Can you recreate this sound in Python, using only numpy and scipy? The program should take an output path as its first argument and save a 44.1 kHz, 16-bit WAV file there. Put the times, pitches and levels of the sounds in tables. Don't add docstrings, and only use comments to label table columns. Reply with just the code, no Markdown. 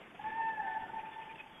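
import sys
import numpy as np
from scipy import signal
from scipy.fft import rfft, irfft, next_fast_len
from scipy.io import wavfile
from scipy.ndimage import uniform_filter1d, map_coordinates

SR = 44100
rng = np.random.default_rng(int(sys.argv[2]) if len(sys.argv) > 2 else 0)


def decibels_to_gain(level_db):
    exponent = np.asarray(level_db, float) / 20
    return 10 ** exponent


def store_wav(level_fs):
    pcm = np.round(np.clip(np.atleast_2d(level_fs), -1, 1) * 32767)
    wavfile.write(sys.argv[1], SR, pcm.T.astype(np.int16))


N = 70560

# t/s, level/dB
WIND_STRENGTH = [
    (0, -58.5),
    (0.169, -60.5),
    (0.228, -55),
    (0.603, -56),
    (1.0, -56.5),
    (1.361, -56.5),
    (1.462, -60.5),
    (1.6, -60.5),
]
# f/Hz, density/dB
BRANCH_SPECTRUM = [(20, -13.5), (60, -15), (100, -13.5), (165, -7), (300, -6), (600, -10.5), (1300, -17),
                   (3500, -27.5)]
# f/Hz, density/dB
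LEAF_SPECTRUM = [(300, -24.5), (800, 0), (1400, -2.5), (2100, 1), (2700, -1.5), (3600, -8)]
# centre t/s, level/dB, f/Hz, length/s
CHIPS = [(0.036, -61, 2060, 0.01), (0.996, -55, 2463, .02), (1.059, -56.5, 2480, 0.014),
         (1.12, -62, 3486, 0.011), (1.135, -59, 3480, 0.013), (1.156, -64, 3466, 0.022),
         (1.219, -52.5, 2465, 0.012), (1.235, -55.5, 2490, 0.011), (1.296, -52.5, 2425, 0.0098),
         (1.31, -51, 2400, 0.011), (1.359, -56, 2800, .008), (1.384, -56, 2500, .006),
         (1.395, -48, 2520, .007), (1.406, -44, 2530, .012), (1.475, -75, 2522, .012)]
# centre t/s, length/s, level/dB, f/Hz
CLUCKS = [
    (0.151, .014, -53, 703),
    (0.199, 0.013, -41.5, 840),
    (0.215, .02, -48, 860),
    (0.258, .03, -58.5, 1095),
]
# centre t/s, length/s, level/dB, f/Hz
FUNDAMENTAL_SWELLS = [(.252, 0.026, -38, 860), (.278, 0.035, -35.5, 876.5), (.303, .016, -44.5, 881.6),
                      (.585, 0.033, -36.5, 861.6), (.606, 0.019, -36, 864.7), (.622, 0.015, -38, 881),
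                      (.645, 0.021, -45, 857.6), (.667, 0.026, -38, 881.8), (.685, 0.024, -37, 891.2),
                      (.703, 0.014, -40, 878.8), (.73, 0.033, -39, 882.7), (.757, 0.024, -39, 874.5),
                      (.776, .024, -34, 871.3), (.803, .018, -41, 876.2), (.824, 0.013, -44, 879.3),
                      (.84, 0.012, -40, 879), (.862, 0.019, -49.5, 875), (.9, 0.016, -43.5, 877.4),
                      (.921, 0.0091, -51, 873), (.943, 0.023, -41, 886.7), (.968, 0.028, -38.5, 892.4),
                      (.993, 0.029, -39.5, 870.8), (1.013, 0.014, -52, 877.5), (1.037, 0.016, -42.5, 874.3),
                      (1.05, 0.012, -50.5, 878), (1.07, 0.022, -44.5, 876.8), (1.091, 0.024, -45.5, 891.3),
                      (1.121, 0.018, -48.5, 876), (1.147, .025, -52, 875.3), (1.168, 0.015, -44, 881.4),
                      (1.193, 0.033, -43.5, 894), (1.223, 0.017, -48.5, 890), (1.24, 0.017, -49, 867.4),
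                      (1.257, .02, -54, 875.3), (1.275, .024, -48, 868.4), (1.308, 0.046, -48, 895),
                      (1.343, 0.019, -47.5, 893.6), (1.368, 0.024, -56, 883), (1.4, 0.041, -55.5, 884),
                      (1.437, 0.023, -55, 870.6), (1.466, 0.014, -51, 860), (1.518, 0.03, -57, 877),
                      (1.553, .03, -61, 887), (1.588, 0.016, -55, 885)]
# centre t/s, length/s, level/dB, f/Hz
OCTAVE_SWELLS = [(.243, 0.012, -51.5, 1723), (.28, 0.054, -48.5, 1780), (.307, 0.019, -48, 1747),
                 (.602, 0.019, -41, 1759), (.63, 0.033, -50.5, 1777), (.652, 0.02, -47.5, 1765),
                 (.683, 0.029, -43, 1785), (.725, 0.051, -45.5, 1780), (.762, .028, -45.5, 1725),
                 (.82, 0.047, -55, 1781), (.86, 0.076, -55, 1778), (.915, .05, -61, 1767),
                 (.975, .04, -51.5, 1810), (1.055, .06, -62.5, 1768), (1.14, 0.079, -57.5, 1790),
                 (1.215, 0.075, -58.5, 1786), (1.295, 0.064, -59, 1780)]
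# centre t/s, length/s, level/dB, f/Hz
TWELFTH_SWELLS = [
    (.31, 0.042, -63, 2632),
    (.365, 0.041, -64.5, 2691),
    (.425, 0.038, -54.5, 2683),
    (.465, .03, -61, 2666),
    (.51, .04, -64, 2640),
    (.572, 0.023, -60, 2600),
    (.63, 0.048, -65, 2640),
]
# centre t/s, length/s, level/dB, f/Hz
SAG_SWELLS = [
    (.645, .03, -54.5, 790),
    (.75, 0.019, -44, 788),
    (.775, 0.024, -48.5, 760),
    (.805, 0.027, -55.5, 768),
    (.835, .04, -53, 763.3),
    (.865, 0.033, -54.5, 739.4),
    (.892, 0.026, -52, 746),
    (.94, 0.037, -57, 764),
    (.99, 0.021, -51.5, 764),
    (1.04, 0.036, -62, 798),
]
# t/s, fundamental f/Hz, fundamental level/dB, octave level/dB
BUGLE_NOTE = [
    (.322, 879, -40, -49.5),
    (.37, 897.6, -41, -50),
    (0.389, 903.4, -40.5, -47),
    (0.404, 900.5, -34, -43),
    (.44, 896.4, -38, -45.5),
    (0.504, 893, -37, -45),
    (.562, 865.7, -53, -48),
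    (.61, 810.6, -49, -59.5),
    (0.706, 748.4, -49, -55),
]
# f/Hz, T60/s
WOOD_T60 = [(500, 1.6), (750, 1.8), (900, 3), (1800, 2.2), (3000, 1.6)]

ROLL_HZ, WAVER_HZ = 25, 2.5
HOARSE_DB, OCTAVE_HOARSE_DB = -16.5, -16


def unit(x):
    return x / np.sqrt(np.mean(x ** 2) + 1e-20)


def along(points, hz):
    f, v = np.transpose(points)
    return np.interp(np.log(hz + 1), np.log(f + 1), v)


def wobble(rate):
    knots = rng.standard_normal(int(N * 200 / SR) + 4)
    return map_coordinates(knots, [np.arange(N) * min(rate, 200) / SR])


def filtered(x, response):
    m = next_fast_len(N + SR // 2)
    return irfft(rfft(x, m) * response(np.fft.rfftfreq(m, 1 / SR)), m)[:N]


def tone(hz):
    return 2 * np.pi * np.cumsum(hz) / SR


def hump(centre, length):
    t = np.arange(N) / SR
    return np.cos(np.pi * np.clip((t - centre) / (1.5 * length), -.5, .5)) ** 2


def rush(spectrum):
    patchy_db = 1.6
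    z = signal.stft(rng.standard_normal(N), nperseg=512)[2]
    field = uniform_filter1d(rng.standard_normal(z.shape), 6, 0)
    field = uniform_filter1d(field, 10, 1)
    patchy = signal.istft(z * decibels_to_gain(patchy_db * unit(field)), nperseg=512)[1][:N]
    return unit(filtered(patchy, lambda hz: decibels_to_gain(along(spectrum, hz))))


def wind():
    branch_db, gust_db, flutter_db = 1.5, .6, 2.1
    leaf_db, leaf_follow = -54.5, 0.47
    s, db = np.transpose(WIND_STRENGTH)
    strength_db = np.interp(np.arange(N) / SR, s, db)
    branches = decibels_to_gain(strength_db + branch_db + gust_db * wobble(7)) * rush(BRANCH_SPECTRUM)
    rustle_db = leaf_db + leaf_follow * (strength_db - strength_db.mean())
    rustle_db = rustle_db + gust_db * wobble(5.8) + flutter_db * wobble(70)
    return branches + decibels_to_gain(rustle_db) * rush(LEAF_SPECTRUM)


def chips():
    waver_hz, scratch_db = 51, -6
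    scratch_hz, scratch_wide_hz = 2400, 1120
    noise = rng.standard_normal(N)
    scratch = unit(filtered(noise, lambda hz: np.exp(-((hz - scratch_hz) / scratch_wide_hz) ** 2)))
    waver = waver_hz * wobble(200)
    out = np.zeros(N)
    for s, db, pitch, length in CHIPS:
        pulse = np.sqrt(2) * hump(s, length) * np.sin(tone(pitch + waver))
        breath_db = scratch_db - (db + 55) / 2
        breath = decibels_to_gain(breath_db) * hump(s + .004, 2 * length) * scratch
        out += decibels_to_gain(db) * (pulse + breath)
    return out


def whistle():
    start_s, level_db, pitch_hz, drop_hz, settle_s = 1.515, -63.5, 3225, 300, .018
    u = np.clip(np.arange(N) / SR - start_s, 0, None)
    pitch = pitch_hz + drop_hz * np.exp(-u / settle_s) + 500 * u
    level = decibels_to_gain(level_db + 1.6 * wobble(90)) * np.clip(u / .008, 0, 1)
    return level * np.sqrt(2) * np.sin(tone(pitch))


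def hoarse(phase, rasp_db):
    under_hz, over_hz, over_db, rate = 55, 60, -25, 100

    def rasp(hz):
        envelope = wobble(rate) + 1j * wobble(rate)
        return envelope * np.exp(2j * np.pi * hz * np.arange(N) / SR)

    sides = decibels_to_gain(rasp_db) * rasp(-under_hz) + decibels_to_gain(over_db) * rasp(over_hz)
    return np.imag(np.exp(1j * phase) * (1 + sides))


def strand(rows, rasp_db, octave_db=-60):
    roll_db = -0.08
    s, _, _, pitch = np.transpose(rows)
    phase = tone(np.interp(np.arange(N) / SR, s, pitch) + WAVER_HZ * wobble(40))
    level = np.sqrt(2) * sum(decibels_to_gain(db) * hump(at, length) for at, length, db, _ in rows)
    octave = decibels_to_gain(octave_db + 2 * wobble(2 * ROLL_HZ)) * hoarse(2 * phase, rasp_db + 4)
    return level * (decibels_to_gain(roll_db * wobble(2 * ROLL_HZ)) * hoarse(phase, rasp_db) + octave)


def clucks():
    return sum(strand([row], HOARSE_DB, octave_db=-14) for row in CLUCKS)


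def returns():
    held = strand(FUNDAMENTAL_SWELLS, HOARSE_DB - 3)
    held = held + strand(OCTAVE_SWELLS, OCTAVE_HOARSE_DB + 4) + strand(TWELFTH_SWELLS, -4)
    return held + strand(SAG_SWELLS, -12, octave_db=-7.5)


def bugle():
    attack_s, release_s, roll_db = .008, .03, 2.1
    twelfth_peak_db, twelfth_grows = -66, 1.5
    t = np.arange(N) / SR
    s, *cols = np.transpose(BUGLE_NOTE)
    pitch, low_db, octave_db = [np.interp(t, s, c) for c in cols]
    rise = np.clip((t - s[0]) / attack_s + 1, 0, 1)
    fall = np.clip((s[-1] - t) / release_s + 1, 0, 1)
    phase = tone(pitch + WAVER_HZ * wobble(40))
    effort_db = (low_db - low_db.max() + octave_db - octave_db.max()) / 2
    twelfth_db = twelfth_peak_db + twelfth_grows * effort_db + 1.5 * wobble(ROLL_HZ)
    partials = [(low_db, HOARSE_DB), (octave_db, OCTAVE_HOARSE_DB), (twelfth_db, -9)]
    note = np.zeros(N)
    for harmonic, (db, rasp_db) in enumerate(partials, 1):
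        rolled = decibels_to_gain(db + roll_db * wobble(2 * ROLL_HZ))
        note += rolled * hoarse(harmonic * phase, rasp_db)
    return np.sqrt(2) * rise * fall * note


def wood(x, t60):
    hz, t, z = signal.stft(rng.standard_normal(N), SR, nperseg=256)
    decay = decibels_to_gain(-60 * t / t60(hz)[:, None])
    tail = signal.istft(z * decay, SR, nperseg=256)[1]
    tail = filtered(tail[:N], lambda f: f < 4000)
    return signal.fftconvolve(x, tail / np.linalg.norm(tail))[:N]


def scene():
    far_db, far_delay_s, near_db, near_t60_s = -22, .3, -19, .3
    air = wind()
    birds = chips() + whistle()
    lead_in_and_echoes = clucks() + returns()
    call = bugle()
    late_call = np.pad(call, (round(far_delay_s * SR), 0))[:N]
    far = decibels_to_gain(far_db) * wood(late_call, lambda hz: along(WOOD_T60, hz))
    direct = call + lead_in_and_echoes + birds
    near = decibels_to_gain(near_db) * wood(direct, lambda hz: near_t60_s + 0 * hz)
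    return (direct + far + near + air)[None]


def roll_off(x):
    return signal.sosfilt(signal.butter(12, 12800, fs=SR, output="sos"), x)


def record(dry):
    edge_hz, edge_db_per_khz = 3520, 70
    hiss_db, hiss_from_hz, hiss_patchy_db = -82, 4490, 3.8
    voice = filtered(dry[0], lambda hz: decibels_to_gain(-edge_db_per_khz * np.clip(hz - edge_hz, 0, None) / 1000))
    z = signal.stft(rng.standard_normal(N), nperseg=2048)[2]
    field = uniform_filter1d(rng.standard_normal(z.shape), 5, 0)
    field = uniform_filter1d(field, 3, 1)
    strips = signal.istft(z * decibels_to_gain(hiss_patchy_db * unit(field)), nperseg=2048)[1][:N]
    hiss = filtered(strips, lambda hz: np.clip((hz - hiss_from_hz) / 300 + 1, 0, 1) * (hz < 13000))
    mix = (voice + decibels_to_gain(hiss_db) * unit(hiss))[None]
    return roll_off(mix)


dry = scene()
out = record(dry)
store_wav(out)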